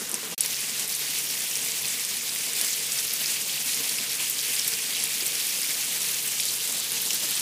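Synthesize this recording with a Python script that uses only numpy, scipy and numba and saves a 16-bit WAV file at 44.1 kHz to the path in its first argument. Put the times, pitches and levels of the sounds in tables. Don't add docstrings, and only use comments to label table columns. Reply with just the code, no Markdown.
import sys
import numpy as np
from scipy import signal
from scipy.fft import rfft, irfft, next_fast_len
from scipy.io import wavfile
from scipy.ndimage import uniform_filter1d
from numba import njit

SR = 44100
rng = np.random.default_rng(int(sys.argv[2]) if len(sys.argv) > 2 else 0)


def makeup_ratio(level_db):
    decades = np.asarray(level_db, float) / 20
    return 10 ** decades


def output_pcm(signal):
    pcm = np.clip(np.atleast_2d(signal).T, -1, 1) * 32767
    wavfile.write(sys.argv[1], SR, np.round(pcm).astype(np.int16))


N = 326781

STEP_DOWN_S, FAR_END_S, NEAR_START_S = 0.342, 0.347, 0.3793
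DROP_DELAY_S = 0.0007


def level(x, db):
    return x * makeup_ratio(db) / np.sqrt(np.mean(x ** 2))


def colour(x, points):
    size = next_fast_len(N)
    hz, db = np.transpose(points)
    f = np.maximum(np.arange(size // 2 + 1) * SR / size, 1)
    gain_db = np.interp(np.log(f), np.log(hz), db)
    return irfft(rfft(x, size) * makeup_ratio(gain_db), size)[:N]


def band(x, low_hz, high_hz, order=2):
    edges_hz = [low_hz, min(high_hz, 0.45 * SR)]
    return signal.sosfilt(signal.butter(order, edges_hz, "band", fs=SR, output="sos"), x)


def smooth_filter(x, order, hz, kind):
    return signal.sosfiltfilt(signal.butter(order, hz, kind, fs=SR, output="sos"), x)


def walk(rate, count=2000):
    hold = int(SR / rate)
    steps = np.repeat(rng.standard_normal(count)[:N // hold + 1], hold)[:N]
    return 1.3 * uniform_filter1d(uniform_filter1d(steps, hold), hold)


@njit
def ring(start, hz, cycles, size, glide, count):
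    out = np.zeros(count)
    for g in range(len(start)):
        step = 2 * np.pi * hz[g] / SR
        fade = np.exp(-hz[g] / SR / cycles[g])
        bend = 1 + glide * hz[g] / SR / cycles[g]
        a, rise, phase, i = size[g], 1., 0., start[g]
        while i < count and a > .004 * size[g]:
            rise *= np.exp(-step / 5)
            out[i] += a * (1 - rise) * np.sin(phase)
            phase += step
            step = min(step * bend, 2.6)
            a *= fade
            i += 1
    return out


def bubbles(count, low_hz, high_hz, cycles, scatter_db, clump_db, glide, most_db=10.0):
    when, pitch, loudness, length = rng.random((count, 4)).T
    clumps = walk(45) + 0.2 * walk(12)
    clumps = clumps - uniform_filter1d(clumps, int(0.16 * SR))
    odds = np.cumsum(makeup_ratio(clump_db * clumps))
    start = np.searchsorted(odds, when * odds[-1])
    hz = low_hz + (high_hz - low_hz) * pitch
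    size_db = np.minimum(-scatter_db * np.log(1 - loudness), most_db)
    size = makeup_ratio(size_db) * (hz / high_hz) ** 0.83
    return ring(start, hz, cycles * (0.34 + 1.4 * length), size, glide, N)


def stream():
    spray = rng.standard_normal(N) * makeup_ratio(0.2 * walk(17) + 1.1 * walk(70))
    crackle = bubbles(24000, low_hz=1640.0, high_hz=15240.0, cycles=0.59, scatter_db=8.5, clump_db=3.0,
                      glide=0.012)
    pings = bubbles(7000, low_hz=1938.0, high_hz=12070.0, cycles=5.74, scatter_db=2.0, clump_db=3.0,
                    glide=0.059)
    snaps = bubbles(900, low_hz=2600.0, high_hz=14700.0, cycles=1.7, scatter_db=1.0, clump_db=4.0,
                    glide=0.014)
    return spray + level(snaps, -11.5) + level(crackle, -4.0) + level(pings, -7.5)


def patches(x):
    size = next_fast_len(N)
    octave = np.log2(np.arange(1, size // 2 + 2) * SR / size / 1000)
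    spectrum = rfft(x, size)
    centres = np.arange(0, 4.5, 0.5)
    out = np.zeros(N)
    for row in np.eye(len(centres)):
        share = np.interp(octave, centres, row)
        swell_db = 0.25 * walk(9) + 1.0 * walk(35)
        out += irfft(spectrum * share, size)[:N] * makeup_ratio(swell_db)
    return out


def flow(t):
    # time_s, splash_level_db
    chain_flow = [(0.42, -30.5), (0.46, -27.5), (0.48, -29.5), (2.58, -29), (2.6, -27), (2.89, -29),
                  (2.93, -28), (3.2, -29), (3.24, -27.5), (3.42, -29), (3.77, -27), (4.02, -28.5),
                  (4.66, -27.5), (4.88, -27.5), (7.18, -28), (7.19, -28.5), (7.39, -27), (7.41, -27)]
    # middle_s, rumble_swell_db, hollow_ring_swell_db,
    # splash_swell_db
    surges = [(.14, 6, 2, -0.5), (.87, 5, 4, -1.5), (1.19, 5, -6, 2), (1.68, -1, 10, 2), (2.05, 1, -7, 0),
              (2.19, -1, -10, 0), (2.63, 6, 11, -0.5), (2.81, -1, 8, -1.5), (3.3, 5, -1, 1.8),
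              (3.47, 4, 4, -1), (3.63, 1, -2, -0.7), (3.83, 0, 7, 0.7), (4.0, 2, -1, 0), (4.31, 1, 9, -0.2),
              (4.44, -4, 3, 0.5), (4.73, 5, 8, 0.5), (4.83, -2, 9, -1), (5.04, -2, 12, -0.5),
              (5.34, 3, 8, 0), (5.75, 5, 6, -1), (6.18, 1, 5, 1), (6.98, 5, 4, 0), (7.08, 3, 10, 0),
              (7.25, 2, 3, -0.5)]
    surge_s = 0.03
    far = t < FAR_END_S
    near_db = np.interp(t, *np.transpose(chain_flow)) - 3
    fuller_db = (near_db - np.mean(near_db)) * ~far
    fine_db = 0.8 - 0.013 * fuller_db - 0.5 * walk(9.8)
    swells = sum(np.outer(db, np.exp(-((t - s) / surge_s) ** 2)) for s, *db in surges)
    rumble_db = np.where(far, -56, -55) + 0.5 * walk(6.6) + swells[0]
    hollow_db = -58 + 1.5 * walk(9.7) + swells[1]
    splash_db = np.where(far, -36.5, near_db) + swells[2]
    return splash_db, fine_db, rumble_db, hollow_db


def falling_water(t, splash_db, fine_db, rumble_db):
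    # pitch_hz, level_db (per Hz)
    far_tone = [(60, -35), (110, -26), (170, -1.5), (440, -4), (850, -13), (1600, -15), (3650, -16),
                (6500, -16), (10000, -19.5), (15500, -25)]
    # pitch_hz, level_db (per Hz)
    near_tone = [(30, -31), (70, -31), (105, -19.5), (140, -9.5), (220, -6), (330, -9), (620, -11),
                 (1350, -10), (2300, 0), (4000, -1), (5000, 0), (10000, 0), (11500, -2.5), (15500, -3.5)]
    white = patches(stream())
    water = np.zeros(N)
    for points, here in ((far_tone, t < FAR_END_S), (near_tone, t >= FAR_END_S)):
        x = colour(white, points)
        low = smooth_filter(x, 2, 1100, "low")
        high = smooth_filter(x, 2, 7000, "high")
        rumble = level(low, 2.86) * makeup_ratio(0.58 * rumble_db - 20.5)
        splash = level(x - low - high, -1.45) * makeup_ratio(splash_db)
        fine_spray = level(high, -0.81) * makeup_ratio(splash_db + fine_db)
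        water += here * (rumble + splash + fine_spray)
    return water


def tilt(x, t):
    turn = np.interp(t, (5.7, 6.7), (0, 1))
    lifted = 0.21 * smooth_filter(x, 2, (3500, 4400), "band")
    dulled = 0.27 * smooth_filter(x, 2, (1790, 2680), "band")
    return x + turn * (lifted - dulled)


def pump(t):
    phase = 2 * np.pi * np.cumsum(142 + 2.45 * walk(11)) / SR
    return np.sqrt(2) * makeup_ratio(-59.5 + 0.85 * walk(12)) * np.sin(phase)


def basin(hollow_db):
    # start_s, peak_db, plop_pitch_hz
    slug_hits = [(0.018, -30, 235), (0.127, -29, 225), (0.132, -34, 430), (0.152, -38, 220),
                 (0.175, -29, 440), (0.229, -26.5, 450), (0.272, -30, 430), (0.295, -30, 172),
                 (0.321, -27, 455), (0.322, -29, 990), (0.714, -33, 230), (1.09, -32, 275),
                 (1.239, -34, 237), (1.359, -46, 215), (1.805, -32, 135), (2.106, -28, 455),
                 (2.25, -44, 440), (2.596, -30, 455), (2.79, -35, 450), (3.762, -34, 223), (3.8, -29, 267),
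                 (4.651, -33, 143), (4.969, -43, 1080), (5.221, -28, 368), (5.585, -32, 507),
                 (6.16, -34, 455), (7.051, -42, 452), (7.13, -31, 347)]
    # pitch_hz, width_hz, level_db
    basin_tones = [
        (215, 19, -7.5),
        (370, 104, -12),
        (455, 28, -10),
        (740, 50, -15),
        (993, 50, -13),
    ]
    s, db, hz = np.transpose(slug_hits)
    start = (s * SR).astype(np.int64)
    hits = np.zeros(N)
    hits[start] = makeup_ratio(db)
    fading = signal.lfilter([1], [1, -np.exp(-1 / (0.015 * SR))], hits)
    slugs = rng.standard_normal(N) * fading
    thuds = np.zeros(N)
    for tone_hz, width_hz, tone_db in basin_tones:
        thuds += makeup_ratio(15.0 + tone_db) * band(slugs, tone_hz - width_hz / 2, tone_hz + width_hz / 2, order=1)
    plops = band(ring(start, hz, np.full(len(s), 3.0), makeup_ratio(db - 7.0), 0.004, N), 86, 3000)
    patter = band(rng.standard_normal(N), 444, 466, order=1)
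    return thuds + plops + level(patter, -1) * makeup_ratio(0.68 * hollow_db - 16.5)


def puffs(t):
    # start_s, peak_db
    air_puffs = [(0.049, -60), (0.519, -65), (1.419, -65), (1.82, -64), (2.099, -62), (3.049, -64),
                 (3.549, -62), (3.679, -64), (4.199, -63), (4.299, -63), (4.399, -66), (4.729, -56),
                 (4.829, -70), (6.371, -61), (6.469, -68), (6.559, -65), (6.819, -63), (7.149, -58.5),
                 (7.379, -67)]
    puff_s = 0.028
    swell = sum(makeup_ratio(db - 1) * np.exp(-((t - s - puff_s / 2) / puff_s) ** 2) for s, db in air_puffs)
    return swell * level(band(rng.standard_normal(N), 62, 115), 0)


def drops(table, cycles, crack_cycles, crack_db, crack_s, tail_s, spread, count=40):
    s, db, hz, tail_db = (column[:, None] for column in np.transpose(table))
    u = rng.random((len(table), count))
    v = rng.standard_normal((len(table), count))
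    crack = np.arange(count) < 5
    other = np.arange(count) > 0
    late_s = np.where(crack, crack_s * u, -tail_s * np.log(1 - u)) * other
    size = makeup_ratio(db + np.where(crack, crack_db * other + 7.0, tail_db))
    pitch = np.clip(hz * np.exp(spread * np.clip(v, -1.6, 1.6) * other), 1800, 15000)
    length = np.where(crack & other, crack_cycles, cycles) + 0 * u
    start = ((s + DROP_DELAY_S + late_s) * SR).astype(np.int64)
    rung = ring(start.ravel(), pitch.ravel(), length.ravel(), size.ravel(), 0.0033, N)
    return band(rung, 1560, 22000)


def with_droplets(table, trim_db, droplets_db):
    return [(s, db + trim_db, hz, droplets_db) for s, db, hz in table]


def early_drops():
    # start_s, peak_db, bubble_pitch_hz, droplets_db
    first_drops = [
        (.0929, -21, 10800, -12),
        (.1147, -18, 9500, -18),
        (.142, -11, 8900, -18),
        (.3795, -19, 12000, -16),
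        (.4064, -8.5, 9900, -15),
        (.407, -9, 9300, -18),
        (.4062, -21, 5600, -20),
    ]
    return drops(first_drops, cycles=4.2, crack_cycles=2.2, crack_db=-7, crack_s=0.0004, tail_s=0.006,
                 spread=0.15)


def near_drops():
    # start_s, peak_db, bubble_pitch_hz
    small = [(0.4354, -18, 6920), (0.6958, -19, 7400), (0.7965, -17, 7480), (0.8774, -17, 8610),
             (1.5129, -20, 6850), (1.6157, -18, 8070), (1.6476, -17, 8890), (1.7184, -16, 6860),
             (1.8826, -16, 8130), (1.9235, -24, 6790), (1.9958, -17, 7630), (2.0492, -13.5, 8710),
             (2.1061, -20, 6980), (2.3854, -15, 8640), (2.4618, -23, 7290), (2.5331, -17, 8020),
             (2.6124, -21, 8260), (2.6463, -14, 7920), (2.7062, -18, 7460), (2.7301, -14, 7470),
             (2.9197, -14, 7300), (2.9771, -14, 9020), (3.4944, -23, 6770), (3.5358, -23, 7400),
             (3.687, -24, 7120), (3.7443, -17, 7140), (4.2262, -17, 9250), (4.2981, -20, 8210),
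             (4.3834, -22, 7020), (4.4807, -21, 8640), (4.553, -15, 8090), (4.5924, -13, 7920),
             (4.6777, -15, 7910), (4.8713, -24, 8420), (4.9765, -22, 7940), (5.0279, -25, 9400),
             (5.1806, -20, 7950), (5.2639, -11.5, 7760), (5.3527, -18, 8280), (5.4689, -16, 8700),
             (5.6166, -18, 8790), (5.7318, -23, 8700), (5.7508, -17, 8700), (6.0172, -19, 8780),
             (6.1434, -15, 6770), (6.1913, -22, 6720), (6.3789, -24, 6700), (6.4342, -18, 6900),
             (6.4537, -17, 8680), (6.4876, -20, 7910), (6.5086, -20, 7670), (6.5829, -20, 9220),
             (6.6971, -18, 7820), (6.7241, -22, 7290), (6.7999, -13, 7600), (7.0857, -23, 6950),
             (7.1067, -17, 6620), (7.1311, -17, 7630), (7.2005, -24, 8980), (7.3526, -15, 8960)]
    # start_s, peak_db, bubble_pitch_hz
    low = [(0.4568, -29, 3730), (0.5356, -13.5, 2760), (0.6589, -29, 2570), (0.8544, -26, 3520),
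           (1.1323, -23, 1990), (1.3358, -27, 2720), (1.5334, -20, 3160), (1.7404, -17, 2820),
           (1.8387, -17, 3150), (2.0098, -21, 2650), (2.0951, -24, 3380), (2.1415, -16, 3940),
           (2.1874, -20, 2570), (2.2103, -18.5, 2250), (2.3595, -20, 3780), (2.6064, -25, 2800),
           (2.7257, -28, 3520), (2.778, -23, 2790), (2.9202, -18, 3500), (3.1083, -22, 3220),
           (3.216, -15, 2920), (3.2435, -16, 2620), (3.4949, -13.5, 3110), (3.5468, -20, 2790),
           (3.5782, -14, 2780), (3.6595, -24, 3060), (3.6925, -17, 2490), (3.7593, -29, 2680),
           (3.9314, -31, 2760), (3.9843, -15, 2680), (4.354, -27, 3500), (4.3904, -12, 3810),
           (4.4732, -23, 2940), (4.9571, -23, 3350), (4.9795, -13.5, 2960), (5.0524, -15, 3730),
           (5.4001, -16, 3450), (5.9109, -16, 3500), (6.3978, -11, 3700), (6.8184, -30, 3950),
           (7.0119, -20, 3210), (7.1052, -10.5, 2880), (7.1506, -21, 3770), (7.2085, -27, 4000),
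           (7.3736, -25, 3510)]
    # start_s, peak_db, bubble_pitch_hz
    fat = [(0.4598, -14, 5730), (0.544, -18, 5120), (0.5646, -17, 4580), (0.5875, -24, 5720),
           (0.6808, -25, 5000), (0.795, -19, 5880), (0.8943, -18, 5260), (0.9262, -21, 4940),
           (1.2041, -21, 5540), (1.3358, -24, 5070), (1.5543, -14, 5500), (1.6262, -19, 6340),
           (1.8297, -26, 4720), (1.8546, -19, 4480), (2.0103, -21, 5130), (2.0377, -20, 6300),
           (2.1076, -24, 5300), (2.1335, -22, 5080), (2.2926, -18, 4880), (2.4907, -19, 4970),
           (2.554, -21, 4770), (2.5875, -19, 4940), (2.613, -14, 5460), (2.7361, -14, 5740),
           (2.9182, -23, 5580), (2.9871, -12.5, 4920), (3.0786, -17, 4400), (3.2395, -18, 4560),
           (3.2589, -14.5, 5030), (3.7359, -22, 4940), (3.8331, -18, 5060), (3.894, -14, 4400),
           (3.9838, -18, 5040), (4.0935, -21, 5170), (4.1429, -22, 6160), (4.4133, -20, 5180),
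           (4.5645, -16, 5140), (4.595, -13, 5600), (4.6159, -18, 5620), (4.6453, -16, 4260),
           (4.7361, -18, 6340), (4.9062, -16, 4610), (4.9541, -22, 5840), (5.0239, -23, 4660),
           (5.208, -17, 4870), (5.3547, -14, 5500), (5.3986, -27, 6000), (5.6311, -16, 5110),
           (5.7458, -22, 4170), (5.7697, -22, 6010), (5.8082, -28, 4970), (6.0172, -18, 6290),
           (6.086, -18, 6120), (6.399, -15, 5540), (6.5066, -20, 6060), (7.1053, -14, 5260),
           (7.1326, -19, 5430), (7.1531, -14, 4550), (7.2953, -24, 6130), (7.3747, -19, 4100)]
    # start_s, peak_db, bubble_pitch_hz
    fine = [(0.4598, -17, 10300), (0.5017, -23, 13200), (0.605, -17, 9750), (0.795, -16, 10600),
            (0.8774, -18, 10800), (0.9248, -19, 9560), (0.9497, -16, 9510), (0.9931, -18, 11300),
            (1.0594, -26, 11500), (1.1203, -27, 10300), (1.3598, -22, 10100), (1.5708, -17, 9940),
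            (1.8212, -18, 12200), (1.8776, -20, 10500), (2.0058, -18, 9810), (2.1689, -14, 9520),
            (2.3495, -18, 13800), (2.4343, -21, 10700), (2.4618, -18, 11100), (2.5511, -19, 10600),
            (2.6124, -12, 10300), (2.8663, -21, 9740), (3.032, -22, 9650), (3.0494, -18, 9740),
            (3.1357, -12.5, 12700), (3.2345, -21, 12300), (3.4789, -20, 9870), (3.601, -19, 10200),
            (3.66, -21, 14100), (3.6895, -18, 10100), (3.7443, -15, 10300), (3.8925, -13, 9890),
            (4.1699, -22, 9990), (4.298, -11, 12600), (4.5854, -19, 11200), (4.647, -19, 9540),
            (4.6784, -9.5, 11800), (4.8199, -19, 10300), (4.9112, -18, 10600), (4.99, -20, 9890),
            (5.0385, -10, 9800), (5.4679, -16, 10300), (5.5453, -23, 9680), (5.6161, -16, 9540),
            (6.0167, -19, 10200), (6.0696, -20, 9530), (6.1125, -16, 12300), (6.2626, -19, 9850),
            (6.2766, -15, 10500), (6.403, -11, 10000), (6.4537, -15, 10100), (6.6752, -15, 9840),
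            (6.7241, -16, 10500), (6.9186, -14, 10500), (7.0169, -13, 13300), (7.1436, -13, 12800),
            (7.198, -23, 11200), (7.2883, -16, 11500), (7.3082, -13, 11700), (7.396, -15, 10700)]
    every_drop = with_droplets(low, -10, -17) + with_droplets(fat, -3.5, -18)
    every_drop += with_droplets(small, -2, -17.5) + with_droplets(fine, -1, -11.5)
    return drops(every_drop, cycles=3.1, crack_cycles=1.5, crack_db=-8, crack_s=0.0004, tail_s=0.006,
                 spread=0.2)


def metal_ticks():
    # start_s, peak_db, centre_pitch_hz
    metal_snaps = [(0.4598, -10, 10300), (0.5431, -13, 5110), (0.6943, -17, 7400), (0.795, -14, 10600),
                   (0.8774, -13, 8610), (0.9248, -15, 9560), (0.9502, -16, 9510), (0.9931, -10, 5560),
                   (1.5129, -16, 6850), (1.5543, -15, 5590), (1.8776, -13, 6880), (1.9958, -15, 5100),
                   (2.0492, -10, 6290), (2.3495, -13, 12800), (2.4618, -14, 7290), (2.5331, -14, 8020),
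                   (2.6124, -14, 5460), (2.6463, -13, 7920), (2.7062, -12, 9440), (2.9192, -15, 7300),
                   (2.9766, -14, 8810), (2.9866, -10, 5240), (3.0494, -12, 9740), (3.1357, -11, 12700),
                   (3.217, -15, 5930), (3.2431, -10, 5040), (3.2589, -16, 5030), (3.66, -15, 10400),
                   (3.6875, -14, 7120), (3.7446, -10, 7140), (3.8321, -14, 5050), (3.893, -13, 9400),
                   (4.0926, -16, 5180), (4.2976, -7, 12600), (4.5625, -13, 9450), (4.5924, -12, 7920),
                   (4.6453, -10, 8140), (4.6777, -9, 7910), (4.979, -15, 5110), (5.0274, -11, 10200),
                   (5.0379, -10, 9920), (5.2075, -16, 5990), (5.3532, -12, 5540), (5.4684, -14, 8700),
                   (5.6166, -14, 8790), (6.0172, -13, 6290), (6.2761, -12, 10500), (6.3784, -15, 6670),
                   (6.3978, -9, 5540), (6.4537, -12, 10100), (6.6747, -14, 8790), (6.6971, -13, 7820),
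                   (6.7241, -14, 7290), (6.7984, -13, 7570), (6.9186, -12, 10500), (7.1052, -12, 5260),
                   (7.1316, -11, 5450), (7.3526, -10, 8960), (7.3741, -13, 8630), (7.395, -11, 8510)]
    return drops(with_droplets(metal_snaps, -11.5, -20), cycles=1.2, crack_cycles=0.9, crack_db=-5,
                 crack_s=0.0002, tail_s=0.004, spread=0.35)


def wall_echo(x):
    lag = int(0.0031 * SR)
    out = x.copy()
    out[lag:] += makeup_ratio(-9) * band(x, 1900, 15000)[:-lag]
    return out


def clear_pings():
    # start_s, peak_db, pitch_hz
    clear_bubbles = [(.1422, -17, 6330), (.1422, -18, 12300), (0.1417, -27, 2700), (.1148, -22, 11800),
                     (0.409, -17, 10300), (.411, -18, 7600), (1.8457, -24, 2590), (2.3595, -29, 2000),
                     (2.7243, -20, 6010), (2.7363, -20, 5000), (3.079, -19, 4840), (3.109, -19, 4900),
                     (3.117, -20, 6800), (3.267, -23, 5100), (3.3404, -21, 4890), (3.8042, -25, 2660),
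                     (4.3085, -13, 10000), (4.682, -18, 12000), (4.7295, -18, 6200), (4.7367, -17, 5000),
                     (4.826, -19, 9500), (4.9591, -29, 2180), (5.0698, -27, 2400), (5.1112, -26, 2630),
                     (5.645, -24, 2260), (6.1918, -27, 2680), (6.391, -22, 7000), (6.3978, -23, 2400),
                     (6.483, -21, 7500), (6.8184, -30, 2350)]
    s, db, hz = np.transpose(clear_bubbles)
    start = ((s + DROP_DELAY_S) * SR).astype(np.int64)
    return ring(start, hz, np.full(len(s), 3.5), makeup_ratio(db + 5), 0.004, N)


def slat_whistle(t):
    along = np.interp(t, (0.144, 0.159), (0, 1))
    fall_hz = 9000 * (4400 / 9000) ** along
    swell = np.sqrt(np.sin(np.pi * along).clip(0))
    strength = makeup_ratio(-30 + 4 * walk(400, count=4000))
    return strength * swell * np.sin(2 * np.pi * np.cumsum(fall_hz) / SR)


def flecks(t):
    # middle_s, level_db, low_hz, high_hz
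    hiss_flecks = [
        (2.962, -40, 5230, 6400),
        (2.962, -38, 8100, 9700),
        (4.49, -43, 6800, 8300),
    ]
    side = np.zeros(N)
    for s, db, low_hz, high_hz in hiss_flecks:
        hiss = level(band(rng.standard_normal(N), low_hz, high_hz, order=6), db)
        side += hiss * np.cos(np.clip((t - s) / 0.018, -1, 1) * np.pi / 2)
    return side * np.array([[1], [-1]])


def scene():
    t = np.arange(N) / SR
    splash_db, fine_db, rumble_db, hollow_db = flow(t)
    water = tilt(falling_water(t, splash_db, fine_db, rumble_db), t)
    big_drops = wall_echo(early_drops() + near_drops() + metal_ticks())
    middle = water + pump(t) + basin(hollow_db) + puffs(t) + big_drops + clear_pings() + slat_whistle(t)
    return np.tile(middle, (2, 1)) + flecks(t)


def thin_treble(x, t):
    # start_s, end_s, low_hz, high_hz
    missing_treble = [
        (.390, .4035, 8300, 12400),
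        (.3995, .4035, 12400, 18000),
    ]
    for from_s, to_s, *hz in missing_treble:
        treble = smooth_filter(x, 8, hz, "band")
        x = x - 0.97 * treble * np.interp(t, (from_s - 0.002, from_s, to_s, to_s + 0.001), (0, 1, 1, 0))
    return x


def band_limit(x):
    return signal.sosfilt(signal.butter(12, 16660, fs=SR, output="sos"), x)


def record(dry):
    t = np.arange(N) / SR
    far_gate = np.where(t < STEP_DOWN_S, 1, makeup_ratio(-7)) * (t < FAR_END_S)
    last_fade = (t >= FAR_END_S) * makeup_ratio(-30 - 1800 * np.abs(t - FAR_END_S))
    gate = far_gate + last_fade + (t >= NEAR_START_S)
    top_cut = signal.ellip(8, 0.1, 60, 15350, fs=SR, output="sos")
    heard = signal.sosfiltfilt(top_cut, thin_treble(dry, t) * gate)
    return band_limit(heard)


dry = scene()
out = record(dry)
output_pcm(out)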